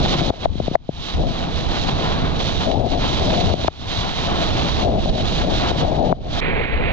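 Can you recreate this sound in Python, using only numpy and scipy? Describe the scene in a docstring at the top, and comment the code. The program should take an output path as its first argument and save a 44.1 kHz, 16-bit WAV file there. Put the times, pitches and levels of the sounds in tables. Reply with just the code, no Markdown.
"""On a breaking wave, at the two microphone ports of a small waterproof camera carried by a surfer.
Whitewater hisses as foam bursts and spray falls. Splashes and running water drive the resonances of
the wet housing, and turbulent wind buffets both ports. The hardest impacts make the gain control duck
and swell back. In the last half second, water and wind run in slow motion, lower in pitch."""
import sys
import numpy as np
from scipy import signal
from scipy.fft import rfft, irfft, next_fast_len
from scipy.io import wavfile
from scipy.ndimage import uniform_filter1d, minimum_filter1d, map_coordinates

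SR = 44100
rng = np.random.default_rng(int(sys.argv[2]) if len(sys.argv) > 2 else 0)


def transcribe(u):
    """Save the signal u as a 16-bit wav file named by the first command-line argument.

    u: samples, shape (n,) or (channels, n), limited to [-1, 1]; the rate is SR.
    q: integer samples, one column per channel.
    """
    v = np.clip(np.atleast_2d(u).T, -1, 1)
    q = np.round(v * 32767).astype(np.int16)
    wavfile.write(sys.argv[1], SR, q)


N = 305172
TIME = np.arange(N) / SR
SLOW_FROM_S, SLOW_SPEED = 6.404, 0.61


# Whitewater around the board, quietest on the unbroken face of the wave: [time_s, level_db]
FOAM_LEVEL = [(0.0, -17), (0.35, -22), (0.65, -26.5), (0.95, -25.5), (1.06, -24), (1.12, -29), (1.24, -35),
              (1.36, -30), (1.5, -31), (1.68, -29.5), (1.76, -26), (1.88, -25), (1.94, -27.5),
              (2.08, -24.5), (2.23, -32), (2.38, -31.5), (2.44, -25.5), (2.68, -24), (2.8, -28.5),
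              (3.05, -21.5), (3.4, -19.5), (3.65, -19), (3.85, -22.5), (3.97, -24), (4.1, -26.5),
              (4.75, -22.5), (4.97, -30), (5.32, -22), (5.6, -19.5), (5.95, -28), (6.11, -29.5),
              (6.2, -36.5), (6.38, -25), (6.44, -22), (6.63, -24), (6.69, -27), (6.78, -23), (6.92, -18.5)]
# Deep churn relative to the fizz, heaviest in the bottom turn: [time_s, level_db]
CHURN_LEVEL = [(0.0, -4), (0.2, -1), (1.08, -2.5), (1.45, 3.5), (1.85, -1), (2.27, 10), (2.45, -1.5),
               (2.9, -1.5), (3.9, -2), (4.3, 4.5), (5.2, -2), (5.7, 2.5), (6.92, 1)]
# Foam spectra through the wet left port and the clear right port: [frequency_hz, gain_db]
FOAM_SPECTRUM_LEFT = [(60, -4.5), (170, 9.5), (330, 1), (520, -3.5), (690, 9.5), (1000, 3), (1500, -5),
                      (2000, -7.5), (2600, -7), (3200, -2.5), (3900, -7), (4350, -13), (4750, -34.5),
                      (5500, -80)]
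FOAM_SPECTRUM_RIGHT = [(150, 6), (500, 0.5), (800, -6.5), (1050, -2.5), (1900, -8), (2600, -4.5), (3200, 0),
                       (3850, 3), (4900, -8), (6400, -13.5), (7400, -24), (8800, -48), (12200, -50.5),
                       (14500, -77)]
def whitewater(left_db=1.0, right_db=3.0, spray_db=-6, flicker_db=1.55, surge_db=1.5, split_hz=2100):
    """Incoherent sources: bursting foam and spray sum to noise whose churn and fizz surge separately."""
    foam = rng.standard_normal(N) + undb(spray_db) * drops(per_s=3000, spread_db=6.5) + spurts()
    # filtering forwards and backwards cancels the phase shift, so the rest is pure fizz
    churn = lowpass(lowpass(foam, split_hz, order=2)[::-1], split_hz, order=2)[::-1]
    fizz = foam - churn
    bands = [(churn, curve(CHURN_LEVEL) + surge_db * drift(25)), (fizz, flicker_db * drift(40))]
    left = right = 0
    for band, db in bands:  # both ports hear the same water, the right a quarter cycle later
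        left += slow_motion(colour(band, FOAM_SPECTRUM_LEFT)) * undb(db + left_db)
        right += slow_motion(colour(band, FOAM_SPECTRUM_RIGHT, phasor=-1j)) * undb(db + right_db)
    return np.array([left, right]) * undb(curve(FOAM_LEVEL)) / np.std(colour(foam, FOAM_SPECTRUM_RIGHT))


# Handfuls of spray landing close by, relative to the foam: [centre_s, level_db, half_width_s]
SPRAY_SPURTS = [(0.058, 10, 0.0079), (0.143, 7, 0.016), (0.193, 0.5, 0.012), (0.445, 7.5, 0.019),
                (1.1, 3, 0.014), (1.347, 1, 0.016), (1.718, 5, 0.0064), (1.774, 3, 0.0092),
                (1.893, 11.5, 0.007), (2.026, -1, .01), (2.12, 0, 0.011), (2.245, 5.5, 0.015),
                (2.406, 8, 0.0085), (2.479, 3.5, 0.0059), (2.612, 4, 0.01), (2.716, 14, 0.0036),
                (2.929, 7.5, 0.016), (3.052, 9, 0.017), (3.179, 4, 0.013), (3.304, 10.5, 0.0073),
                (3.344, 9.5, 0.015), (3.414, 4, 0.014), (3.679, 9.5, 0.0029), (3.924, 2.5, 0.02),
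                (5.037, 2, 0.011), (5.096, 4, 0.018), (5.181, 5, 0.0057), (5.207, 4, 0.0087),
                (5.303, 2, 0.0077), (5.393, -1.5, 0.0087), (5.605, -4.5, 0.0089), (5.839, 9, 0.014),
                (6.532, -3.5, 0.0053), (6.618, -1.5, 0.0079), (6.655, 7.5, 0.0054)]
def spurts(patter_hz=3000):
    """Shot noise: each handful is a brief Gaussian cloud of fat drops, duller than the foam."""
    heard_s = TIME + np.maximum(TIME - SLOW_FROM_S, 0) * (1 / SLOW_SPEED - 1)  # time once slowed
    clouds = sum(undb(db) * np.exp(-((heard_s - centre_s) / half_width_s) ** 2)
                 for centre_s, db, half_width_s in SPRAY_SPURTS)
    return clouds * lowpass(drops(per_s=2300, spread_db=0), patter_hz, order=1)


# Lumps of water striking the housing: [start_s, knock_db, low_hz, high_hz, thud_over_knock_db]
SPLASH_IMPACTS = [(0.151, -4.5, 120, 398, -11.5), (0.215, 1, 50.5, 300, -10), (0.303, 21.5, 380, 885, 0),
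                  (0.337, 1.5, 517, 800, -23), (0.4559, 28.5, 507, 874, -20.5), (0.5530, 3, 34.1, 349, -10),
                  (.6000, 8.5, 86, 630, -30), (0.6797, 9, 79.3, 620, -25), (0.7116, -0.5, 56, 410, -19),
                  (0.7529, 41.5, 558, 773, -18.5), (0.89, 16, 46.7, 567, -28.5),
                  (1.2365, -6, 121, 820, -14), (1.24, -14.5, 60, 497, -6), (1.922, -12.5, 29.9, 133, -7),
                  (2.704, -1, 199, 850, -5), (3.539, 13.5, 44.6, 656.8, -22.5), (3.6451, 4, 152, 920, -13),
                  (3.6818, 28.5, 340, 1500, -5), (5.058, -3, 250, 900, -11.5),
                  (5.085, -13, 299.9, 900, -16), (5.448, -4.5, 118, 710, -2), (5.715, 2.5, 250, 860, -9),
                  (6.1255, 24.5, 281, 1330, -9)]
def splashes(dispersion_hz=1500, thud_low_hz=62, thud_high_hz=536, thud_lag_s=0.0017, size=4096):
    """Impulse response: a short push rings the housing, a long one thumps it; its weight adds a thud."""
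    out = np.zeros(N + size)
    impulse = signal.unit_impulse(size)
    # an all-pass filter delays the lows, so each knock falls in pitch
    pole = np.exp(-2 * np.pi * dispersion_hz / SR)
    ringing = signal.lfilter([-pole, 1], [1, -pole], housing_ring(impulse))
    # the water's weight presses straight on the port
    pressure = lowpass(np.roll(impulse, int(thud_lag_s * SR)), thud_high_hz, order=4)
    thud = highpass(pressure, thud_low_hz)
    thud /= np.abs(thud).max()
    for start_s, knock_db, low_hz, high_hz, thud_db in SPLASH_IMPACTS:
        knock = highpass(lowpass(ringing, high_hz, order=4), low_hz)
        knock /= np.abs(knock).max()
        start = int(start_s * SR)
        out[start:start + size] -= undb(knock_db) * (knock + undb(thud_db) * thud)
    return out[:N]


# Resonances of the wet housing: [frequency_hz, bandwidth_hz, gain_db]
HOUSING_MODES = [(145.8, 58, 1.5), (302, 181, -2.5), (674, 172, 3.5), (910, 3400, -19.5)]
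def housing_ring(force):
    """Modal superposition: a force excites damped resonances, neighbours in opposite polarity."""
    return sum((-1) ** k * undb(db) * signal.lfilter(*signal.iirpeak(hz, hz / width_hz, fs=SR), force)
               for k, (hz, width_hz, db) in enumerate(HOUSING_MODES))


# Sheets of water washing over the housing and loading its ring: [start_s, length_s, level_db, pitch_hz]
WATER_SHEETS = [(0.0, 0.2, -32.5, 728.7), (0.2, 0.11, -19, 708.6), (0.282, .022, -17, 740.3),
                (0.328, 0.12, -23, 690.1), (0.719, 0.033, -22, 700.1), (1.161, 0.14, -27, 680),
                (2.653, 0.215, -14, 696.4), (2.902, 0.08, -18.5, 709.8), (3.188, 0.41, -18, 679.5),
                (4.819, 0.16, -15, 689), (5.042, 0.16, -21.5, 670.9), (5.415, 0.13, -17.5, 658.8),
                (5.698, 0.069, -24.5, 680.5), (5.807, 0.33, -13, 716), (6.15, 0.13, -24.5, 679.7)]
def sheets():
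    """Build-up and decay: each sheet of water rises, holds and drains away; one envelope a row."""
    return np.array([undb(db) * swell(start_s, length_s, attack_s=0.022, release_s=0.01806)
                     for start_s, length_s, db, _ in WATER_SHEETS])


def drumming(flow, force_hz=785, stream_db=2, gain_db=3.5, wander=0.0298):
    """Mass loading: drops and running water ring the housing, and the water on it shifts the pitch."""
    force = drops(per_s=1000, spread_db=2.5) + undb(stream_db) * rng.standard_normal(N)
    ringing = unit_rms(housing_ring(lowpass(force, force_hz, order=6)))
    weights = sheets() + 1e-9
    loaded_hz = np.array(WATER_SHEETS)[:, 3] @ weights / weights.sum(axis=0)
    main_mode_hz = HOUSING_MODES[2][0]
    pitch_ratio = loaded_hz / main_mode_hz * (1 + wander * drift(18))
    return slow_motion(ringing, pitch_ratio) * flow * undb(gain_db)


def slosh(flow, band_hz=(200, 420), gain_db=-6):
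    """Band-limited shot noise: heavy lumps in the flow pummel the port, below the housing's main ring."""
    band = signal.butter(2, band_hz, "band", fs=SR, output="sos")
    lumps = signal.sosfilt(band, drops(per_s=260, spread_db=0))
    return slow_motion(unit_rms(lumps)) * flow * undb(gain_db)


# Pressure spectrum of turbulence on a port: [frequency_hz, level_db]
EDDY_SPECTRUM = [(12, -8), (30, 0.5), (85, -1.5), (130, -8.5), (220, -14.5), (450, -27), (1000, -39),
                 (3000, -100.5)]
def wind(flutter_db=2.5, gain_db=2.5, shared_db=-4):
    """Partial coherence: most eddies press on one port alone, while some cover both."""
    shared = undb(shared_db) * rng.standard_normal(N)
    ports = []
    for strength in turbulence():
        eddies = colour(rng.standard_normal(N) + shared, EDDY_SPECTRUM) * undb(flutter_db * drift(24))
        ports.append(slow_motion(unit_rms(eddies)) * strength)
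    return np.array(ports) * undb(gain_db)


# Headwind on the exposed right port: [time_s, level_db]
HEADWIND_LEVEL = [(0.0, -10.5), (0.3, -20.5), (1.03, -42.5), (1.25, -25.5), (1.7, -23), (2.15, -21),
                  (2.5, -21), (2.7, -24.5), (3.1, -20), (3.55, -15.5), (3.97, -38.5), (4.27, -21.5),
                  (4.7, -19.5), (5.6, -17.5), (6.55, -27), (6.92, -26)]
# Gusts swirling round the housing: [start_s, length_s, left_db, right_db]
WIND_GUSTS = [(0.178, 0.38, -16, -23), (0.447, 0.053, -0.5, -3), (0.575, 0.42, -16.5, -21),
              (0.768, 0.22, -21, -17.5), (1.129, 0.17, -19, -24), (1.844, 0.1, -27, -23),
              (2.188, 0.065, -26, -19.5), (2.688, 0.42, -13, -34), (3.422, 0.45, -13.5, -17),
              (3.745, 0.12, -27, -21), (3.96, 0.3, -28.5, -29), (4.906, 0.3, -31, -26),
              (5.4, 0.35, -16, -26), (5.83, 0.36, -19, -24), (6.117, 0.16, -16.5, -16),
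              (6.716, 0.26, -26, -19.5)]
def turbulence(lee_db=-16, wash_left_db=-3.5, wash_right_db=-10.5):
    """Power addition: headwind, gusts and washes stir independent eddies at the left and right port."""
    headwind = undb(curve(HEADWIND_LEVEL) + np.array([[lee_db], [0]]))
    gusts = 0
    for start_s, length_s, left_db, right_db in WIND_GUSTS:
        envelope = swell(start_s, length_s, attack_s=0.021, release_s=0.042, sag_db_per_s=23.5)
        gusts += undb([[left_db], [right_db]]) * envelope
    stirred = undb([[wash_left_db], [wash_right_db]]) * sheets().sum(axis=0)
    return np.sqrt(headwind ** 2 + gusts ** 2 + stirred ** 2)


def shudder(force_hz=430, flutter_db=1.0, gain_db=-2.5):
    """Forced vibration: the headwind's soft push excites mostly the low modes of the housing."""
    force = rng.standard_normal(N) * undb(flutter_db * drift(30))
    ringing = unit_rms(housing_ring(lowpass(force, force_hz, order=2)))
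    return slow_motion(ringing) * undb(curve(HEADWIND_LEVEL) + gain_db)


# Spectrum of a faint, thin hiss: [frequency_hz, level_db]
THIN_HISS_SPECTRUM = [(3500, -28), (5000, 10), (7300, 15), (8200, -20), (10000, -43)]
def thin_hiss(level_db=-74):
    """Filtered noise: a faint band of treble lies over the slow motion."""
    hiss = unit_rms(colour(rng.standard_normal(N), THIN_HISS_SPECTRUM))
    return (TIME > SLOW_FROM_S) * hiss * undb(level_db)


def drops(per_s, spread_db):
    """Poisson process: impacts at random times; a spread makes a few larger than the rest."""
    hits = rng.random(N) < per_s / SR
    signs = rng.choice([-1, 1], N)
    sizes = undb(spread_db * np.minimum(rng.exponential(size=N), 4))
    return unit_rms(hits * signs * sizes)


def swell(start_s, length_s, attack_s, release_s, sag_db_per_s=0):
    """Envelope of passing air or water: linear rise, hold or sag, exponential decay."""
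    age_s = TIME - start_s
    rise = np.clip(age_s / attack_s, 0, 1)
    held = undb(-sag_db_per_s * np.clip(age_s, 0, length_s))
    return rise * held * np.exp(-np.maximum(age_s - length_s, 0) / release_s)


def drift(rate_hz):
    """Random modulation: smoothed steps with an rms of one."""
    hold = int(SR / rate_hz)
    steps = np.repeat(rng.standard_normal(N // hold + 1), hold)
    return unit_rms(uniform_filter1d(steps, hold)[:N])


def slow_motion(x, pitch_ratio=1):
    """Time scaling: frequencies fall with the speed from SLOW_FROM_S on; pitch_ratio bends them too."""
    speed = np.where(TIME < SLOW_FROM_S, 1, SLOW_SPEED) * pitch_ratio
    return map_coordinates(x, [np.cumsum(speed) - 1], order=3, mode="mirror")


def colour(x, spectrum, phasor=1):
    """Spectral shaping: each frequency takes its own gain, and the phasor turns all phases alike."""
    size = next_fast_len(len(x), True)
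    hz, db = np.transpose(spectrum)
    bins_hz = np.maximum(np.arange(size // 2 + 1) * SR / size, 1)
    gain = undb(np.interp(np.log(bins_hz), np.log(hz), db))
    return irfft(rfft(x, size) * gain * phasor, size)[:len(x)]


def lowpass(x, hz, order):
    """Low-pass filtering: a push becomes softer and longer."""
    return signal.sosfilt(signal.butter(order, hz, fs=SR, output="sos"), x)


def highpass(x, hz):
    """High-pass filtering: a push loses its slowest part."""
    return signal.sosfilt(signal.butter(2, hz, "high", fs=SR, output="sos"), x)


def curve(table):
    """Linear interpolation of a level over time."""
    return np.interp(TIME, *np.transpose(table))


def undb(db):
    """Decibels to amplitude ratio."""
    return 10 ** (np.asarray(db) / 20)


def unit_rms(x):
    """Normalisation to an rms of one."""
    return x / np.sqrt(np.mean(x ** 2))


# Transmission of the housing's sound to the right port: [frequency_hz, gain_db]
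HOUSING_TO_RIGHT = [(100, -2), (350, -12), (600, -11), (720, -13.5), (900, -25), (2000, -13.5)]
def scene(lead_s=0.00033, break_s=0.00081, fade_s=0.017, flutter_db=2.0, half_power_flow_db=-10):
    """Superposition at two ports: the housing sounds mostly left, and duller and sooner on the right."""
    flow = sheets().sum(axis=0) * undb(flutter_db * drift(40))  # water runs over in uneven surges
    housing = drumming(flow) + slosh(flow) + shudder() + splashes()
    housing_right = colour(np.interp(TIME + lead_s, TIME, housing), HOUSING_TO_RIGHT)
    # the whitewater hiss dips during each surge of water
    hiss_dip = 1 / np.hypot(1, flow / undb(half_power_flow_db))
    # the sound drops out for a moment as the slow motion begins, then fades in
    fade = np.clip(np.maximum((SLOW_FROM_S - TIME) / break_s, (TIME - SLOW_FROM_S) / fade_s), 0, 1)
    return fade * (thin_hiss() + hiss_dip * whitewater() + wind() + np.array([housing, housing_right]))


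def gain_control(x, threshold_db=-10.0, ratio=3.52, release_db_per_s=108, ahead_s=0.00072):
    """Look-ahead compression: the gain ducks just before a peak and recovers at a steady rate."""
    peak_db = 20 * np.log10(np.abs(x).max(axis=0) + 1e-9)
    over_db = np.maximum(peak_db - threshold_db, 0)
    recovery_db = release_db_per_s * TIME
    duck_db = np.maximum.accumulate(over_db * (1 - 1 / ratio) + recovery_db) - recovery_db
    window = 2 * int(ahead_s * SR) + 1
    return x * undb(uniform_filter1d(minimum_filter1d(-duck_db, window), window))


def record(dry, knee=22.0, ceiling=0.95, top_hz=15000):
    """Saturation: peaks that overshoot the gain control are rounded off, then the top treble is cut."""
    ducked = gain_control(dry)
    clipped = ducked / (1 + np.abs(ducked / ceiling) ** knee) ** (1 / knee)
    return signal.sosfilt(signal.ellip(8, .2, 70, top_hz, fs=SR, output="sos"), clipped)


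dry = scene()
out = record(dry)
transcribe(out)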